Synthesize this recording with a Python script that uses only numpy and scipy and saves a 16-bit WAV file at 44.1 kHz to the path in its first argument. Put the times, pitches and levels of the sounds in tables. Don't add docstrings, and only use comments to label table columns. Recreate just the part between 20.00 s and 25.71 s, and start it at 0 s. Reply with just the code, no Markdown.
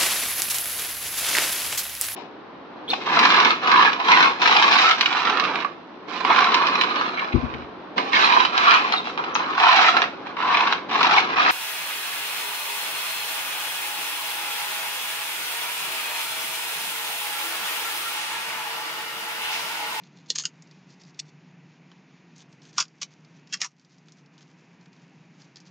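import sys
import numpy as np
from scipy import signal
from scipy.fft import rfft, irfft
from scipy.io import wavfile

SR = 44100
rng = np.random.default_rng(int(sys.argv[2]) if len(sys.argv) > 2 else 0)


def dump_mix(stems):
    frames = np.atleast_2d(stems).T
    limited = np.clip(frames, -1, 1)
    pcm = np.round(limited * 32767).astype(np.int16)
    wavfile.write(sys.argv[1], SR, pcm)


N = 251622
EDGE_HZ = 9230
HZ = np.fft.rfftfreq(4096, 1 / SR)
# start_s, snap_db, crackle_length_s, pop_db, pop_pitch_hz, pop_t60_s
BUCKLES = [(0.3025, -14.5, 0.0011, -38.5, 320, 0.027), (0.3566, -25, 0.0037, -31, 1910, 0.018),
           (0.3581, -26, 0.0011, -36, 1110, 0.019), (0.3851, -19.5, 0.0022, -46, 1770, 0.025),
           (0.3970, -25.5, 0.012, -49, 1130, 0.05), (0.4371, -34, 0, -43, 1360, 0.045),
           (0.4538, -17, 0, -35, 1410, 0.021), (1.1934, -32.5, 0, -33, 2180, 0.012),
           (2.7809, -16.5, 0, -15, 1152, 0.019), (2.7828, -19.5, 0.0039, -15.5, 1020, 0.016),
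           (2.7883, -19.5, 0.01, -26.5, 1259, 0.037), (2.8034, -16, 0.0021, -29.5, 1240, 0.017),
           (2.8078, -17.5, 0.003, -25, 1310, 0.021), (2.8244, -28, 0, -36, 1204, 0.031),
           (3.0178, -28.5, 0, -36.5, 1176, 0.021), (3.0301, -23.5, 0.0009, -58, 1170, .03),
           (3.5263, -29.5, 0.006, -35.5, 1790, .02), (3.5359, -23.5, 0.0022, -42, 1790, 0.028),
           (3.5414, -22, 0.00029, -26, 1647, 0.021), (3.616, -16.5, 0.008, -28.5, 2107, 0.04),
           (3.6324, -31, 0, -31.5, 1746, 0.045), (3.6460, -27, 0.019, -38.5, 1074, 0.077)]


def amp(db):
    return 10 ** (np.asarray(db) / 20)


def unit_rms(x):
    return x / np.sqrt(np.mean(x ** 2) + 1e-20)


def spectrum(points, hz):
    f, db = np.transpose(points)
    return amp(np.interp(np.log(hz + 1), np.log(f + 1), db))


def add(mix, start_s, sound):
    part = mix[max(round(start_s * SR), 0):][:len(sound)]
    part += sound[:len(part)]


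def impulse_response(gain):
    log_gain = np.log(np.r_[gain, gain[-2:0:-1]] + 1e-6)
    ring = np.fft.ifft(np.exp(np.conj(signal.hilbert(log_gain)))).real
    return ring / np.linalg.norm(ring)


def resonance(hz, width_hz):
    return 1 / (1 + (2 * (HZ - hz) / width_hz) ** 2)


def drift(rate_hz):
    f = np.fft.rfftfreq(1024, N / SR / 1024)
    coarse = irfft(rfft(rng.standard_normal(1024)) * np.exp(-(f / rate_hz) ** 2))
    return unit_rms(np.interp(np.linspace(0, 1023, N), np.arange(1024), coarse))


def background_dips(fall_s=0.099, recover_s=0.28):
    # deepest_s, depth_db
    dips = [(2.871, -3.5), (3.69, -11.5)]
    t, level_db = np.arange(N) / SR, 0
    for s, db in dips:
        fall = np.clip(1 + (t - s) / fall_s, 0, 1)
        level_db += db * fall * np.exp(-np.maximum(t - s, 0) / recover_s)
    return amp(level_db)


def room_tone(noise_db=-54.5, flicker_db=1.3, flicker_above_hz=3000, waver=0.014, throb=0.3):
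    # frequency_hz, relative_db
    noise_shape = [(20, -54), (108, -25.5), (120, -18), (148, 3.5), (176, -1), (200, -8), (350, -13),
                   (560, -22.5), (800, -20), (1300, -24.5), (2500, -21.5), (3200, -30.5), (7000, -36.5),
                   (8250, -79.5)]
    # pitch_hz, level_db
    hum_lines = [(119, -76), (177.6, -65), (258.4, -73), (274.5, -71.5), (312.2, -75.5), (629.8, -88.5),
                 (942.1, -78)]
    f = np.fft.rfftfreq(N, 1 / SR)
    noise = amp(noise_db) * unit_rms(irfft(rfft(rng.standard_normal(N)) * spectrum(noise_shape, f), N))
    treble = irfft(rfft(noise) * (f > flicker_above_hz), N)
    noise += treble * (amp(flicker_db * drift(rate_hz=9)) - 1)
    hum = 0
    for hz, db in hum_lines:
        turns = np.cumsum(hz * (1 + waver * drift(rate_hz=8))) / SR
        swell = 1 + throb * drift(rate_hz=1.4)
        hum += amp(db) * unit_rms(swell * np.sin(2 * np.pi * turns))
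    return noise + hum


def reflections(x, early_t60_s=0.067, rise_s=0.0041, late_db=-30, late_t60_s=0.17, late_hz=3000):
    t = np.arange(SR // 3) / SR
    early, late = rng.standard_normal((2, len(t)))
    late = signal.lfilter(*signal.butter(1, late_hz, fs=SR), late)
    tail = early * amp(-60 * t / early_t60_s) + late * amp(late_db - 60 * t / late_t60_s)
    tail *= np.clip(t / rise_s, 0, 1) ** 2
    return signal.oaconvolve(x, tail / np.linalg.norm(tail))[:N]


def creases(per_s=700, level_db=-78, clump_db=5, reach_s=(1.3, 2.35)):
    t = np.arange(N) / SR
    held = (t < reach_s[0]) | (t > reach_s[1])
    crinkles = (rng.random(N) < per_s / SR) * rng.standard_normal(N)
    clumps = np.minimum(drift(rate_hz=18), 1.5)
    return held * unit_rms(crinkles) * amp(level_db + clump_db * clumps)


def rubs(slips_per_s=1600, slip_db=4, hiss=0.58, release_s=0.0031, steady_db=-40, faint_db=-50,
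         treble_cut_hz=7500, lead_s=0.024, lead_db=-24, lead_db_per_s=1099.5):
    # start_s, length_s, level_db, room_send_db
    strokes = [(0.035, 0.04, -60.5, -12), (0.117, 0.1, -66.5, -14), (.258, 0.035, -63.5, -12.5),
               (0.352, 0.015, -35, -5.5), (0.383, 0.025, -41, 7), (0.88, 0.064, -63.5, -14),
               (0.99, 0.12, -66, -21.5), (1.1906, 0.0097, -30, -21), (1.253, 0.041, -62.5, -2),
               (2.353, 0.076, -59, -16), (2.611, 0.1, -61, -12), (2.737, .04, -56, -9.5),
               (2.772, 0.051, -35.5, -12.5), (3.0134, 0.011, -32.5, -15), (3.103, 0.036, -58.5, -11),
               (3.34, 0.041, -68, -15), (3.491, 0.11, -59.5, -11), (3.524, 0.016, -30.5, -2.5),
               (3.601, 0.054, -41, 4), (3.905, 0.042, -66.5, -16.5), (4.174, 0.034, -68, -11),
               (4.322, 0.033, -68, -12), (4.379, 0.055, -64, -9), (5.394, 0.063, -63, -16),
               (5.563, 0.06, -67, -8), (5.651, 0.032, -67, -11)]
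    slips = (rng.random(N) < slips_per_s / SR) * rng.standard_normal(N)
    slips = np.sign(slips) * amp(slip_db * np.minimum(rng.exponential(1, N), 3))
    grain = unit_rms(unit_rms(slips) + hiss * rng.standard_normal(N))
    cut_grain = signal.sosfilt(signal.butter(8, treble_cut_hz, fs=SR, output="sos"), grain)
    t, direct, send = np.arange(N) / SR, np.zeros(N), np.zeros(N)
    unsteady = drift(rate_hz=55)
    for s, length, db, room_db in strokes:
        attack = np.clip((t - s) / (0.0014 + 0.07 * length), 0, 1)
        release = np.exp(-np.clip((t - s - length) / release_s, 0, 40))
        flutter_db = 0.15 * max(steady_db - db, 0) * (unsteady - 0.3)
        stroke = amp(db + flutter_db) * attack * release * (cut_grain if db < faint_db else grain)
        direct += stroke
        send += stroke * amp(room_db)
    remaining_s = np.arange(0, lead_s, 1 / SR)[::-1]
    for s, db, *_ in BUCKLES:
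        swell = amp(db + lead_db - lead_db_per_s * remaining_s)
        add(direct, s - lead_s, swell * grain[round(s * SR):][:len(swell)])
    return direct, send


def snaps(events, broadband, rattle_db, gain_db, smear_s=0.0022, rise_s=0.0055, t60_s=0.0093):
    out, t = np.zeros(N), np.arange(len(HZ)) / SR
    fade = np.clip(t / rise_s, 0, 1) ** 2 * amp(-60 * t / t60_s)
    share = amp(rattle_db)
    for s, db, brightest_hz in events:
        delay_s = smear_s * rng.uniform(0.8, 1.2) * (1 - np.sqrt(np.minimum(HZ / EDGE_HZ, 1)))
        pulse = irfft(np.exp(-2j * np.pi * np.cumsum(delay_s) * HZ[1]))[:len(t)]
        rattle = rng.standard_normal(len(t)) * fade
        push = (pulse + share * rattle / np.linalg.norm(rattle)) / np.hypot(1, share)
        ring = impulse_response(broadband + resonance(brightest_hz, width_hz=3000))
        add(out, s, amp(db + gain_db) * signal.fftconvolve(push, ring))
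    return out


def sleeve_ticks():
    # start_s, relative_db, brightest_hz
    ticks = [(.0355, -50.5, 3900), (.172, -52.5, 4500), (.186, -56, 4000), (.3810, -28, 4400),
             (.3925, -34, 5000), (.4226, -34, 6500), (0.6225, -46, 6760), (.673, -58.5, 5500),
             (.7118, -50, 4100), (.9026, -56, 4530), (.941, -60, 4500), (1.0355, -52.5, 4500),
             (1.051, -56, 4500), (1.083, -65, 4600), (1.145, -55.5, 4470), (1.916, -47.5, 3010),
             (2.3808, -49.5, 6200), (2.4042, -47.5, 3800), (2.419, -51.5, 3800), (2.5274, -53.5, 4930),
             (2.6187, -53, 4500), (2.6528, -47.5, 3000), (2.7299, -52, 4500), (2.7995, -21.5, 5400),
             (2.817, -30, 2400), (2.8380, -43, 5500), (2.8535, -45.5, 3600), (2.8815, -54, 5500),
             (3.0218, -34, 6000), (3.248, -56, 4525), (3.473, -50, 4220), (3.5725, -44.5, 5000),
             (3.7965, -56.5, 5030), (3.8482, -56.5, 4550), (3.906, -65, 4500), (3.983, -57, 5700),
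             (4.084, -48.5, 2970), (4.1212, -48.5, 6200), (4.2607, -59, 4500), (4.3797, -50, 3660),
             (4.408, -48, 1850), (4.8115, -59.5, 4480), (4.8583, -51, 1870), (4.9307, -56.5, 4000),
             (4.9646, -61, 4010), (5.4193, -52, 4720), (5.5585, -43.5, 4750), (5.5689, -44, 4530),
             (5.6025, -50, 5530), (5.6715, -53, 4500)]
    return snaps(ticks, broadband=0.24, rattle_db=-1, gain_db=15)


def hollow_rings(rise_s=0.0025, grip_s=0.031, grip_t60_s=0.04):
    # (pitch_hz, level_db, t60_s)
    flexes = [ (.3025, [(506, -36, 0.032), (1870, -45, .05)]), (2.783, [(947, -35, .09), (1164, -33, 0.1),
              (1400, -31, .13), (1531, -38.5, .11), (1916, -40.5, .12), (2657, -36, .14),
              (3441, -34, .15)]), (3.527, [(1690, -34, 0.079), (3284, -29.5, .07)]),
              (3.542, [(1141, -42, 0.097), (1852, -39, 0.084), (2514, -37.5, .04), (2820, -34.5, .05)]),
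              (3.619, [(1150, -41, 0.13), (1308, -38.5, 0.15), (1750, -35.5, 0.13), (1852, -36, .12),
              (2046, -38, 0.1), (2805, -39.5, .1)]), ]
    out, t = np.zeros(N), np.arange(SR // 6) / SR
    attack = (1 - np.exp(-t / rise_s)) ** 2
    grip = amp(-60 * np.maximum(t - grip_s, 0) / grip_t60_s)
    for s, modes in flexes:
        for hz, db, t60 in modes:
            mode = amp(db - 60 * t / t60) * np.sin(2 * np.pi * (hz * t + rng.random()))
            add(out, s, attack * grip * mode)
    return out


def buckle_pops(count=10, spread=0.31, rise_s=0.0014, sag=0.081, sag_s=0.013):
    out, t = np.zeros(N), np.arange(SR // 6) / SR
    glide = 1 + sag * np.exp(-t / sag_s)
    for s, _, _, db, hz, t60 in BUCKLES:
        jitter, phase = rng.random((2, count, 1))
        offset = 2 * (np.arange(count)[:, None] + jitter) / count - 1
        turns = np.cumsum(hz * (1 + spread * offset) * glide, axis=1) / SR
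        fade = (1 - np.exp(-t / rise_s)) ** 2 * amp(-60 * t / t60)
        modes = np.exp(-offset ** 2) * np.sin(2 * np.pi * (turns + phase))
        low_cut = signal.butter(2, 0.65 * hz, "high", fs=SR, output="sos")
        pop = signal.sosfilt(low_cut, fade * modes.sum(0))
        add(out, s, amp(db) * pop * np.linalg.norm(fade) / np.linalg.norm(pop))
    return out


def buckle_snaps(brightest_hz=5374, max_folds=12, folds_per_s=170, fold_db=-8.5, fade_db=-7):
    events = []
    for s, db, crackle_s, *_ in BUCKLES:
        events.append((s, db, brightest_hz))
        delays_s = (1 + np.arange(max_folds) + rng.uniform(-0.23, 0.3, max_folds)) / folds_per_s
        sizes_db = db + fold_db + 1.5 * rng.standard_normal(max_folds)
        for delay, size in zip(delays_s, sizes_db):
            if delay < crackle_s:
                events.append((s + delay, size + fade_db * delay / crackle_s, brightest_hz))
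    return snaps(events, broadband=1.0, rattle_db=-3, gain_db=16)


def sheet(direct, send):
    # start_s, peaks as (centre_hz, width_hz, level_db)
    # the 60 Hz peak from 1.17 s is heard as a faint low thump under the short scratch
    bends = [ (0, [(450, 340, -11.5), (1910, 170, -10.5), (2840, 190, 1.5), (3490, 550, 5), (4250, 610, 5),
             (4970, 440, -7), (6470, 1200, 1)]), (.345, [(1090, 280, -6.5), (1780, 220, -3.5),
             (3130, 1400, -2.5), (4300, 820, 0.5), (5500, 400, -16), (6520, 890, 5.5)]),
             (.435, [(1420, 260, 2), (2070, 440, -4), (2890, 430, 10), (4960, 1100, 3), (6520, 930, 7.5)]),
             (.55, [(2030, 250, 1), (3360, 1200, -10), (4350, 1300, -9), (5960, 2000, -5.5)]),
             (1.17, [(60, 120, -17), (2015, 210, -5), (2540, 530, -4.5), (3580, 330, 3), (4460, 450, 5.5),
             (5700, 1100, 3), (6970, 340, -3), (7860, 420, -6.5)]), (1.6, [(950, 500, 10), (1696, 500, 7),
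             (3120, 500, 4), (4110, 700, 0)]), (2.3, [(1620, 720, -3), (3300, 2400, -2), (4770, 1600, -8.5),
             (6170, 1400, 2), (8000, 900, -12)]), (2.773, [(1135, 395, -3), (1415, 205, 2), (2730, 1430, 0),
             (3390, 260, -1.5), (4850, 170, 6.5), (5000, 140, -4.5), (5550, 760, 5), (6670, 890, 2)]),
             (2.95, [(1172, 220, -4), (2293, 610, -1.5), (3150, 2240, -2.5), (5960, 1140, 1.5)]),
             (3.4, [(1810, 450, 1.5), (2720, 400, 3.5), (3250, 300, 1.5), (4500, 600, -13.5),
             (5560, 1000, 0), (6660, 1030, -4)]), (3.594, [(652, 390, -13), (1202, 440, -5),
             (2090, 323, 3.5), (2850, 1100, -0.5), (5630, 510, 3.5), (6350, 1200, 1)]),
             (3.75, [(1590, 800, -3), (3270, 1370, -4.5), (4540, 1050, -6.5), (6200, 1400, -4)]), ]
    # frequency_hz, level_db
    plastic = [(30, -38.5), (150, -41.5), (600, -41), (1200, -42.5), (2500, -12.5), (5000, -0.5),
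               (7300, -7), (8000, -28), (8700, -43), (9400, -47.5)]
    out = np.zeros(N)
    edges = [round(s * SR) for s, _ in bends] + [N]
    for (_, peaks), start, end in zip(bends, edges, edges[1:]):
        peak_power = sum((amp(db) * resonance(hz, width)) ** 2 for hz, width, db in peaks)
        ring = impulse_response(np.sqrt(spectrum(plastic, HZ) ** 2 + peak_power))
        push = reflections(send[start:end])
        add(push, 0, direct[start:end])
        add(out, start / SR, signal.oaconvolve(push, ring))
    return out


def scene(snap_room_db=-8, tick_room_db=-9, rub_room_db=-5, pop_room_db=-9, side_db=-22):
    background = room_tone() * background_dips()
    pops, rings = buckle_pops(), hollow_rings()
    scratches, scratch_send = rubs()
    ticks = creases() + sleeve_ticks()
    cracks = buckle_snaps()
    send = amp(snap_room_db) * cracks + amp(tick_room_db) * ticks + amp(rub_room_db) * scratch_send
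    mid = sheet(cracks + ticks + scratches, send)
    mid += pops + rings + amp(pop_room_db) * reflections(pops)
    side = amp(side_db) * sheet(np.zeros(N), send)
    pan = amp([[-0.18], [0.18]])
    return pan * np.array([mid + side, mid - side]) + background


def record(dry):
    notch_hz, width_hz = 7930, 67
    notched = signal.lfilter(*signal.iirnotch(notch_hz, notch_hz / width_hz, fs=SR), dry)
    low_pass = signal.firwin(301, EDGE_HZ, window=("kaiser", 8), fs=SR)
    return signal.oaconvolve(notched, low_pass[None], "same", axes=1)


dry = scene()
out = record(dry)
dump_mix(out)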